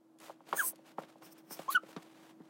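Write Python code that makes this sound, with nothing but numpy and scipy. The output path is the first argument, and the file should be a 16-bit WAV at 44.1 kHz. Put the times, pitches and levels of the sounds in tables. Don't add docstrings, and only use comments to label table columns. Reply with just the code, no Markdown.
import sys
import numpy as np
from scipy import signal
from scipy.fft import rfft, irfft
from scipy.io import wavfile

SR = 44100
rng = np.random.default_rng(int(sys.argv[2]) if len(sys.argv) > 2 else 0)


def file_out(sig):
    cols = np.atleast_2d(sig).T
    lim = np.clip(cols, -1, 1)
    pcm = np.round(lim * 32767).astype(np.int16)
    wavfile.write(sys.argv[1], SR, pcm)


N = 109941
T = np.arange(N) / SR

# time_s, pitch_hz, level_db
FIRST_CHIRP = [(0.568, 1290, -50), (0.577, 1493, -44), (0.585, 1820, -43.5), (0.594, 1662, -28.5),
               (0.602, 1615, -28.5), (0.613, 1413, -31.5), (0.627, 1053, -45.5), (0.641, 1016, -42),
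               (0.668, 1040, -67)]
SECOND_CHIRP = [(1.681, 1030, -43), (1.693, 1072, -29), (1.703, 1183, -34.5), (1.711, 1237, -53),
                (1.743, 1533, -55), (1.752, 1479, -25), (1.761, 1484, -21.5), (1.769, 1409, -27),
                (1.777, 1277, -27.5), (1.787, 1190, -56)]
# frequency_hz, gain_db
MOUTH_RESONANCES = [(2200, -26), (2950, -7), (3300, -21.5), (4300, -30), (6500, -23.5), (8000, -40.5),
                    (10500, -28), (12000, -61.5)]

def cat_chirp(contour, bright_db, shut_s):
    jitter, rasp = 0.008, 0.022
    shimmer_db, flicker_db, closing_s = 0.8, 2.5, 0.018
    time_s, pitch_hz, _ = np.transpose(contour)
    pitch = np.interp(T, time_s, pitch_hz) * (1 + jitter * drift(200))
    phase = 2 * np.pi * np.cumsum(pitch) / SR
    raspy_phase = phase + 2 * np.pi * np.cumsum(pitch * rasp * drift(560)) / SR
    gain = envelope(contour) * from_db(shimmer_db * drift(80))
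    overtones = np.zeros(N)
    for k in range(2, 9):
        mouth_db = np.interp(k * pitch, *np.transpose(MOUTH_RESONANCES))
        overtones += from_db(mouth_db + flicker_db * drift(93)) * np.sin(k * raspy_phase)
    opening = np.clip((shut_s - T) / closing_s, 0, 1)
    effort = gain / gain.max()
    brightness = from_db(bright_db) * opening * effort ** 0.3
    return np.sqrt(2) * gain * (np.sin(phase) + brightness * overtones)


# start_s, level_db, start_pitch_hz
POPS = [(0.158, -65, 900), (0.282, -41, 1526), (0.2958, -33, 1222), (0.3030, -37.5, 1590),
        (0.405, -44, 1430), (0.5271, -14, 1618), (0.731, -47, 1075), (0.791, -50, 1045),
        (0.9827, -24, 1392), (1.017, -40.5, 1236), (1.156, -46.5, 1245), (1.5922, -34, 1096),
        (1.6795, -35, 1356), (1.703, -34.5, 1660), (1.8329, -42, 742), (1.890, -50.5, 940),
        (1.9648, -38, 1456)]

def hollow_pops():
    attack_s, fall_s, decay_cycles = 0.0016, 0.00388, 4.54
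    end_share = 0.257
    body_band_hz = (522.5, 587.5)
    pops = np.zeros(N)
    for start_s, level_db, pitch_hz in POPS:
        age = np.maximum(T - start_s, 0)
        glide = (1 - end_share) * fall_s * (1 - np.exp(-age / fall_s))
        phase = 2 * np.pi * pitch_hz * (end_share * age + glide)
        shape = np.minimum(age / attack_s, 1) ** 2 * np.exp(-age * pitch_hz / decay_cycles)
        overtone = from_db(-24) * np.sin(2.4 * phase)
        pops += from_db(level_db) * shape * (np.sin(phase) + overtone)
    return pops + from_db(4) * butter(pops, body_band_hz, "band", order=1)


# start_s, thud_db, puff_db, tick_db
PATS = [(0.530, -42, -33, -44), (0.982, -38, -41.5, -71), (1.034, -53, -53.5, -55.5),
        (1.221, -71, -53, -58), (1.264, -53, -61, -60), (1.509, -43, -47, -69), (1.591, -41, -46.5, -48.5),
        (1.741, -47, -59, -48.5), (1.835, -51, -58, -65), (1.964, -33.5, -42.5, -45.5),
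        (2.402, -42.5, -59, -91)]
# frequency_hz, gain_db, t60_s
MATTRESS_MODES = [(154.5, -3.5, 0.039), (186.7, 0.5, 0.053), (291.6, -1, 0.043), (454, -6.5, 0.035)]

def bedding_pats():
    cushion_s, puff_decay_s, tick_decay_s = 0.0002, 0.013, 0.0059
    pushes, puff_gain, tick_gain = np.zeros((3, N))
    for start_s, thud_db, puff_db, tick_db in PATS:
        age = np.maximum(T - start_s, 0)
        rise = np.minimum(age / cushion_s, 1)
        pushes[int(start_s * SR)] = from_db(thud_db)
        puff_gain += from_db(puff_db) * rise * np.exp(-age / puff_decay_s)
        tick_gain += from_db(tick_db) * rise * np.exp(-age / tick_decay_s)
    thud = sum((-1) ** k * from_db(gain_db) * ring(pushes, hz, t60_s)
               for k, (hz, gain_db, t60_s) in enumerate(MATTRESS_MODES))
    puff = puff_gain * band_noise((304, 1420), order=3)
    tick = tick_gain * band_noise((1400, 4100))
    return thud + puff + tick


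# time_s, level_db
FIRST_SWISH = [(0.535, -65), (0.57, -32.5), (0.628, -36.5), (0.68, -31.5), (0.698, -37.5), (0.725, -62)]
SECOND_SWISH = [(1.699, -89), (1.703, -45), (1.729, -36), (1.746, -51), (1.765, -59)]
LIGHT_SWISHES = [(1.204, -109.5), (1.228, -65), (1.26, -56.5), (1.298, -73), (1.33, -54), (1.36, -119),
                 (1.382, -61), (1.43, -86), (1.492, -69), (1.508, -51), (1.528, -41), (1.575, -64)]
# frequency_hz, relative_db
FIRST_START_COLOUR = [(500, -14.5), (2500, -19.5), (5500, -25), (6500, -4.5), (7300, -17), (9000, -2.5),
                      (11000, -20), (14000, -9), (15800, -3)]
FIRST_END_COLOUR = [(500, -14), (3500, -27.5), (6400, -9.5), (7050, -19.5), (8200, 2.5), (9300, -7.5),
                    (10200, 2), (15500, -4.5)]
SECOND_COLOUR = [(800, -8.5), (3400, -4), (4200, 3.5), (5000, -9.5), (6200, -5), (8200, -2.5), (9300, -9.5),
                 (10500, 6.5), (12800, -5), (14300, 9.5), (15600, -4.5)]
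LIGHT_COLOUR = [(1000, -6.5), (4300, -9.5), (5400, 7), (7000, -7), (9200, 2.5), (11000, -9), (12500, 4.5),
                (14000, 1.5)]

def cloth_swishes():
    rub = cloth_friction(snap_share=0.17)
    shift = np.interp(T, (0.614, 0.654), (0, 1))
    first = (1 - shift) * coloured(rub, FIRST_START_COLOUR) + shift * coloured(rub, FIRST_END_COLOUR)
    swishes = envelope(FIRST_SWISH) * first
    for stroke, colour in (SECOND_SWISH, SECOND_COLOUR), (LIGHT_SWISHES, LIGHT_COLOUR):
        swishes += envelope(stroke) * coloured(cloth_friction(snap_share=0.17), colour)
    return butter(swishes, 300, "high")


def cloth_friction(snap_share):
    fibres_per_s, spread_db = 5000, 4
    sizes = from_db(spread_db * np.minimum(rng.exponential(1, N), 5)) * rng.choice([-1, 1], N)
    snaps = unit_rms(sizes * (rng.random(N) < fibres_per_s / SR))
    return np.sqrt(snap_share) * snaps + np.sqrt(1 - snap_share) * rng.standard_normal(N)


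# time_s, level_db
RUSTLE = [(0.175, -90), (0.205, -58), (0.26, -53), (0.32, -61), (0.37, -77), (0.44, -74), (0.49, -55.5),
          (0.6, -52.5), (0.76, -69), (0.835, -73), (0.868, -58), (0.92, -60.5), (0.962, -87), (0.99, -57.5),
          (1.04, -60), (1.065, -65), (1.1, -61), (1.15, -69.5), (1.205, -77), (1.228, -58.5), (1.35, -69.5),
          (1.385, -58.5), (1.43, -81.5), (1.51, -62), (1.6, -53), (1.68, -59.5), (1.81, -71), (1.896, -56),
          (1.96, -61.5), (2.13, -63), (2.3, -58.5), (2.352, -78.5), (2.49, -69)]
# frequency_hz, relative_db
RUSTLE_COLOUR = [(200, 4), (700, 8.5), (1800, 2), (3400, 0), (5000, -4), (8000, -4.5), (15500, -9)]

def cloth_rustle():
    flutter_db, brisk_db = 2.0, -53
    motion = envelope(RUSTLE)
    rustle = motion * coloured(cloth_friction(snap_share=0.12), RUSTLE_COLOUR)
    rustle *= from_db(flutter_db * drift(58))
    briskness = np.minimum(motion / from_db(brisk_db), 1)
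    dull = butter(rustle, 4200, "low", order=1)
    return briskness * rustle + (1 - briskness) * dull


# start_s, level_db
CLICKS = [(0.187, -59), (0.201, -54.5), (0.758, -57.5), (1.183, -71), (2.029, -56.5)]

def claw_and_pencil_clicks():
    decay_s = 0.0033
    bursts = sum(from_db(level_db) * (T > start_s) * np.exp(-np.abs(T - start_s) / decay_s)
                 for start_s, level_db in CLICKS)
    return bursts * band_noise((1950, 10600))


# delay_s, gain_db
REFLECTIONS = [(.0075, -15), (0.0185, -24.5)]

def bedroom_echo(direct):
    t60_s, tail_db, wall_cut_hz = 0.18, -27, 5600
    near = sum(from_db(gain_db) * np.interp(T - delay_s, T, direct, left=0)
               for delay_s, gain_db in REFLECTIONS)
    tail = rng.standard_normal(N) * from_db(-60 * T / t60_s) * (T > 0.005)
    far = signal.fftconvolve(direct, tail / np.linalg.norm(tail))[:N]
    return butter(near + from_db(tail_db) * far, wall_cut_hz, "low")


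# frequency_hz, relative_db
ROOM_TONE_COLOUR = [(80, -53.5), (135, 2), (340, 4.5), (420, -4.5), (560, -0.5), (1000, -8.5),
                    (1400, -14.5), (2300, -24), (15000, -31.5)]

def room_tone():
    hum_hz, hum_db, waver_db, air_db, swell_db = 322.6, -63, 1.04, -65, 4.5
    hum = np.sqrt(2) * from_db(hum_db + waver_db * drift(6.2)) * np.sin(2 * np.pi * hum_hz * T)
    air = from_db(air_db) * coloured(rng.standard_normal(N), ROOM_TONE_COLOUR)
    swell = from_db(-swell_db * np.maximum(1 - T, 0))
    return swell * (hum + air)


def from_db(db):
    return 10 ** (np.asarray(db) / 20)


def unit_rms(x):
    return x / np.sqrt(np.mean(x ** 2) + 1e-20)


def envelope(rows):
    rows = np.array(rows)
    return from_db(np.interp(T, rows[:, 0], rows[:, -1], left=-150, right=-150))


def butter(x, hz, kind, order=2):
    return signal.sosfilt(signal.butter(order, hz, kind, fs=SR, output="sos"), x + 1e-18)


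def band_noise(band_hz, order=2):
    return unit_rms(butter(rng.standard_normal(N), band_hz, "band", order))


def drift(hz):
    return unit_rms(butter(rng.standard_normal(N + SR), hz, "low")[SR:])


def coloured(x, spectrum):
    hz, db = np.transpose(spectrum)
    bins_hz = np.maximum(np.fft.rfftfreq(N, 1 / SR), 1)
    gain = from_db(np.interp(np.log(bins_hz), np.log(hz), db))
    return unit_rms(irfft(rfft(x) * gain, N))


def ring(pushes, hz, t60_s):
    decay, step = from_db(-60 / (t60_s * SR)), 2 * np.pi * hz / SR
    return signal.lfilter([0, np.sin(step)], [1, -2 * decay * np.cos(step), decay ** 2], pushes + 1e-18)


def scene():
    chirps = cat_chirp(FIRST_CHIRP, bright_db=-0.5, shut_s=0.6136)
    chirps += cat_chirp(SECOND_CHIRP, bright_db=-5.5, shut_s=1.779)
    direct = chirps + hollow_pops() + bedding_pats() + claw_and_pencil_clicks()
    foreground = direct + bedroom_echo(direct) + cloth_swishes() + cloth_rustle()
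    return (butter(foreground, 132, "high", order=6) + room_tone())[None]


def record(dry):
    cutoff_hz = 15900
    return signal.sosfilt(signal.ellip(12, 0.1, 80, cutoff_hz, fs=SR, output="sos"), dry)


dry = scene()
out = record(dry)
file_out(out)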